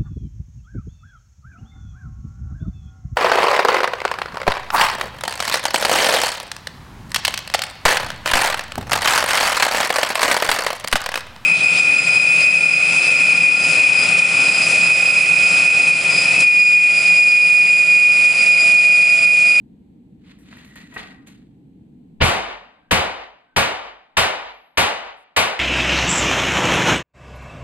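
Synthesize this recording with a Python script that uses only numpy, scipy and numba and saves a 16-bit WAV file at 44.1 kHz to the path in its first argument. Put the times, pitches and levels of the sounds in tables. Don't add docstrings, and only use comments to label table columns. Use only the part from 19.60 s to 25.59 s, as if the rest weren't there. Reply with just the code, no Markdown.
import sys
import numpy as np
from scipy import signal
from scipy.fft import rfft, irfft
from scipy.io import wavfile
from scipy.ndimage import uniform_filter1d
from numba import njit

SR = 44100
rng = np.random.default_rng(int(sys.argv[2]) if len(sys.argv) > 2 else 0)


def waveform_to_disk(signal):
    frames = np.transpose(np.atleast_2d(signal))
    scaled = np.clip(frames, -1, 1) * 32767
    samples = np.round(scaled).astype(np.int16)
    wavfile.write(sys.argv[1], SR, samples)


N = 264238
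TAIL, PADDED = int(.9 * SR), N + 1024
BANDS_HZ = 32 * 2 ** (np.arange(28) / 3)
# frequency_hz, correlation
ROOM_COHERENCE = [(60, .95), (150, .65), (300, .45), (700, .35), (1200, .3), (2000, .45), (4000, .65),
                  (8000, .86), (14000, .78)]


def undb(db):
    return 10 ** (np.asarray(db) / 20)


def unit_rms(x):
    return x / np.sqrt(np.mean(x ** 2))


def bins_hz(size):
    return np.maximum(np.arange(size // 2 + 1) * SR / size, 1.)


def at_hz(table, hz):
    knots_hz, values = np.transpose(table)
    return np.interp(np.log(hz), np.log(knots_hz), values)


def add(out, sound, start_s):
    i = int(start_s * SR)
    out[..., i:i + sound.shape[-1]] += sound[..., :N - i]


def noise_spectra(size, coherence):
    correlation = np.clip(at_hz(coherence, bins_hz(size)), 0, 1)
    mid, side = rfft(rng.standard_normal((2, size)))
    return np.sqrt((1 + correlation) / 2) * mid + np.sqrt((1 - correlation) / 2) * side * [[1], [-1]]


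def coloured_noise(colour, coherence):
    return unit_rms(irfft(noise_spectra(N, coherence) * undb(at_hz(colour, bins_hz(N))), N))


def ring(modes, size):
    t = np.arange(size) / SR
    return sum(undb(db) * np.sin(2 * np.pi * hz * t + lead * np.array([[1], [0]])) * 1000. ** (-t / t60)
               for hz, db, t60, lead in modes)


def furnace():
    # frequency_hz, relative_density_db
    colour = [(20, -31.5), (35, -26), (58, -10), (97, -14.5), (120, -9.5), (202, -3.5), (250, -5.5),
              (300, -8.5), (370, -20.5), (480, -23), (560, -35), (820, -33), (1200, -49.5), (2500, -46),
              (4300, -51.5), (5200, -62.5), (13500, -64)]
    # frequency_hz, correlation
    coherence = [(60, 0.97), (130, 1), (290, 0.87), (640, 0.11), (1400, .01), (15000, .01)]
    return undb(-45) * coloured_noise(colour, coherence)


def lamp():
    # pitch_hz, rms_db
    tones = [(7800, -97), (11698, -96)]
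    t = np.arange(N) / SR
    return sum(undb(db) * np.sqrt(2) * np.sin(2 * np.pi * hz * t) for hz, db in tones)


def stroke(peak_s, rise_s, hold_s, db, fall_db_per_s):
    t = np.arange(N) / SR - peak_s
    return np.clip(1 + t / rise_s, 0, 1) ** 2 * undb(db - fall_db_per_s * np.maximum(t - hold_s, 0))


def cloth():
    # peak_s, rise_s, hold_s, rustle_db, treble_db
    moves = [(0.695, 0.13, 0.032, -54, -78), (0.925, 0.18, 0.094, -50, -69), (1.056, 0.11, .26, -55.5, -69),
             (1.157, .006, 0.014, -44, -58), (1.342, .012, .015, -49, -58),
             (1.376, .015, 0.018, -35, -62.5), (1.672, .012, .01, -47.5, -57)]
    rustle_power = sum(stroke(*timing, db, fall_db_per_s=136.5) ** 2 for *timing, db, _ in moves)
    treble_power = sum(stroke(*timing, db, fall_db_per_s=210.5) ** 2 for *timing, _, db in moves)
    folds = unit_rms(uniform_filter1d(rng.standard_normal(N), size=500))
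    crinkles = unit_rms(uniform_filter1d(rng.exponential(size=N) ** 2 - 2, size=40))
    rustle = coloured_noise([(300, -5.5), (900, -4), (1400, -0.5), (2000, 3), (4300, -2.5),
                             (5500, -16), (16000, -34.5)], ROOM_COHERENCE)
    hiss = coloured_noise([(3000, -31), (6500, 8), (10000, -5), (14000, -3.5)], ROOM_COHERENCE)
    return undb(2.2 * folds + 1.6 * crinkles) * (rustle * rustle_power ** .5 + hiss * treble_power ** .5)


def room_response():
    # frequency_hz, t60_s
    decay = [(40, 0.74), (110, 0.31), (280, 0.53), (740, 0.64), (1940, 0.65), (4000, 0.6), (6000, 0.48),
             (9000, 0.36), (14000, 0.28)]
    # frequency_hz, late_gain_db
    swell = [(200, -1.5), (400, 3), (750, 6), (1200, -0.5), (2500, -3), (9000, -5.5)]
    # frequency_hz, left_minus_right_db
    imbalance = [(60, 0.5), (300, -0.5), (1000, 0.5), (2000, 4), (4000, 0), (14000, 0)]
    t = np.arange(TAIL) / SR
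    build_db = -7 * np.exp(-t / 0.013)
    return_db = 3.5 * np.exp(-((t - 0.325) / 0.044) ** 2)
    swell_db = at_hz(swell, BANDS_HZ)[:, None] * (1 - np.exp(-t / 0.16))
    fade = undb(-60 * t / at_hz(decay, BANDS_HZ)[:, None] + build_db + return_db + swell_db)
    balance = undb(at_hz(imbalance, BANDS_HZ)[:, None] * [.5, -.5])
    spectra = noise_spectra(TAIL, ROOM_COHERENCE)
    band_power = np.clip(1 - np.abs(3 * np.log2(bins_hz(TAIL) / BANDS_HZ[:, None])), 0, 1)
    bands = irfft(spectra * np.sqrt(band_power)[:, None, :], TAIL)
    return bands * balance[:, :, None] * fade[:, None, :]


def holster_clicks(room):
    # start_s, knock_peak_db, tick_db, t60_share, room_db, slip_count
    clicks = [(0.786, -51, -61, 0.16, -20.5, 1), (0.926, -28.5, -75, .15, -42, 2),
              (0.969, -32.5, -55, .4, -31.5, 1), (1.048, -49.5, -54.5, .3, -26, 1),
              (1.157, -30.5, -46, 0.6, -35, 3), (1.318, -42, -77, 0.2, -16, 5),
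              (1.342, -47, -47, .3, -30.5, 1), (1.362, -14.5, -64.5, 0.2, -36, 5),
              (1.671, -52, -49.5, .3, -35, 2)]
    # pitch_hz, level_db, free_t60_s
    modes = [(570, -9, 0.0078), (975, -1, 0.012), (1470, 4, 0.024), (1918, 15.5, 0.06), (2500, 11.5, 0.046),
             (3840, 5, .02)]
    slip_spacing_ms, contact_ms = 3.0, 0.19
    out, t = np.zeros((2, N)), np.arange(6000) / SR
    for start_s, peak_db, tick_db, t60_share, room_db, slip_count in clicks:
        slip = np.arange(slip_count)[:, None]
        slip_ms = slip_spacing_ms * (slip + 0.45 * rng.random(slip.shape)) + 2 * contact_ms
        push = np.sin(np.pi * (slip + 1) / (slip_count + 1)) * rng.choice([-1, 1], slip.shape)
        force = np.sum(push * np.exp(-(2 * (t * 1000 - slip_ms) / contact_ms) ** 2), axis=0)
        ringing = ring([(hz, db, t60 * t60_share, 0) for hz, db, t60 in modes], len(t))[0]
        knock = signal.fftconvolve(force, ringing)[:len(t)]
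        tick = np.diff(rng.standard_normal(len(t) + 1)) * np.exp(-t / 0.0071) * undb(tick_db)
        click = knock * undb(peak_db) / np.max(np.abs(knock)) + tick
        echoes = signal.fftconvolve(click[None], room.sum(axis=0), axes=1)
        add(out, click, start_s)
        add(out, echoes * undb(room_db), start_s)
    return out


def scrapes_and_tones():
    # start_s, length_s, centre_hz, width_hz, level_db
    events = [(1.056, 0.22, 1936, 150, -53), (1.168, .14, 1890, 250, -55), (1.384, .2, 2010, 200, -63),
              (3.188, 0.16, 1583, 58, -57), (3.864, 0.17, 1537, 61.5, -56.5),
              (4.872, 0.31, 11500, 159, -68), (5.564, 0.076, 9500, 6000, -62.5)]
    out = np.zeros((2, N))
    for start_s, length_s, hz, width_hz, db in events:
        t = np.arange(int(length_s * SR)) / SR
        band = signal.butter(2, [hz - width_hz / 2, hz + width_hz / 2], "band", fs=SR, output="sos")
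        noise = unit_rms(signal.sosfilt(band, rng.standard_normal(len(t))))
        add(out, noise * np.sin(np.pi * t / length_s) ** 0.19 * undb(db), start_s)
    return out


def shots(room):
    # start_s, blast_db, bass_db, treble_db, rise_ms, thump_db, linger_db_per_s
    blasts = [(2.601, 7.5, 2.5, 5, 17, 15, 6), (3.309, 7, 5.5, 0.4, 0.72, 13, -0.5),
              (3.962, 7, 4, 0.3, 0.38, 15.5, 2), (4.568, 9.5, -0.5, 0, 0.59, 18.5, 0.4),
              (5.172, 9, 3, 1, 0.44, 14.5, 1), (5.763, 9.5, 1, 1, 0.39, 7.5, -3)]
    # frequency_hz, relative_density_db
    spectrum = [(25, -37.5), (45, -11), (80, 6), (200, 1.5), (330, -6), (600, -8), (950, -7.5),
                (1630, -10.5), (2500, -8.5), (4000, -15), (6500, -27), (12800, -29), (16500, -34)]
    # pitch_hz, level_db, t60_s, left_lead_rad
    modes = [(30, -13, 0.16, .1), (43.7, -31.5, 0.9, .1), (46.66, -30.5, 0.9, .1), (58.4, -7, 0.16, .1),
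             (80.4, -6, 0.17, 0.27), (123, -8.5, 0.2, 0.45), (173, -10, 0.088, 1.4)]
    bass_knee_hz, treble_knee_hz = 353, 6100
    fresh_share = 0.51
    out, t = np.zeros((2, N)), np.arange(TAIL) / SR
    ms = t * 1000
    colour = undb(at_hz(spectrum, BANDS_HZ))
    colour /= np.sqrt(np.sum(colour ** 2 * BANDS_HZ) / SR)
    bass = 1 / (1 + (BANDS_HZ / bass_knee_hz) ** 2)
    treble = 1 / (1 + (treble_knee_hz / BANDS_HZ) ** 8)
    thump = ring(modes, TAIL) * (1 - np.exp(-ms / 5.7)) ** 2
    for start_s, blast_db, bass_db, treble_db, rise_ms, thump_db, linger_db_per_s in blasts:
        echoes = np.sqrt(1 - fresh_share) * room + np.sqrt(fresh_share) * room_response()
        band_rise_ms = rise_ms + 0.6 * treble + (3.3 + 0.8 * rise_ms) * bass
        onset = (1 - np.exp(-ms / band_rise_ms[:, None])) ** (2 + 5 * treble[:, None])
        band_gain = colour * undb(blast_db + bass_db * bass + treble_db * treble)
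        envelope = band_gain[:, None] * onset * undb(linger_db_per_s * t)
        add(out, np.einsum("bcn,bn->cn", echoes, envelope), start_s)
        thump_lag_ms = 8.5 + 0.75 * rise_ms
        add(out, thump * undb(thump_db), start_s + thump_lag_ms / 1000)
    return out


def port_delay(sound):
    # frequency_hz, left_lead_rad
    phase = [(0, -0.5), (2000, -1.1), (4400, -2.0), (8350, -5.0), (9500, -6.50), (11500, -7.5), (13500, -8),
             (22050, -21)]
    lead_rad = np.interp(bins_hz(PADDED), *np.transpose(phase))
    left = irfft(rfft(sound[0], PADDED) * np.exp(1j * lead_rad), PADDED)[:N]
    return np.array([left, sound[1]])


def scene():
    room = room_response()
    shooter = shots(room) + cloth() + holster_clicks(room) + scrapes_and_tones()
    return port_delay(shooter) + furnace() + lamp()


@njit
def follow(x, attack, release):
    envelope, level = np.empty(len(x)), 0.
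    for i in range(len(x)):
        level += (x[i] - level) * (attack if x[i] > level else release)
        envelope[i] = level
    return envelope


def compressor_gain(x, threshold_db, share, attack_s, release_s):
    peak = follow(np.max(np.abs(x), axis=0), 0.23, 1 / (0.0058 * SR))
    cut_db = np.maximum(20 * np.log10(peak + 1e-9) - threshold_db, 0) * share
    return undb(-follow(cut_db, 1 / (attack_s * SR), 1 / (release_s * SR)))


def record(dry):
    # frequency_hz, gain_db
    response = [(5000, -3), (5500, -2), (5900, -2.5), (6400, 1.5), (13800, -3.5), (14300, -24),
                (16000, -32)]
    bass_edge_hz, top_hz = 473, 15800
    x = irfft(rfft(dry, PADDED) * undb(at_hz(response, bins_hz(PADDED))), PADDED)[:, :N]
    bass = signal.sosfiltfilt(signal.butter(2, bass_edge_hz, fs=SR, output="sos"), x)
    x -= bass * (1 - compressor_gain(x, threshold_db=-19, share=.8, attack_s=.1, release_s=9.))
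    x *= compressor_gain(x, threshold_db=-10, share=0.87, attack_s=0.062, release_s=5.2)
    x *= compressor_gain(x, threshold_db=-5.5, share=0.84, attack_s=0.0024, release_s=0.027)
    saturated = 1.105 * np.tanh(x / 0.97)
    return signal.sosfilt(signal.ellip(8, .2, 70, top_hz, fs=SR, output="sos"), saturated)


dry = scene()
out = record(dry)
waveform_to_disk(out)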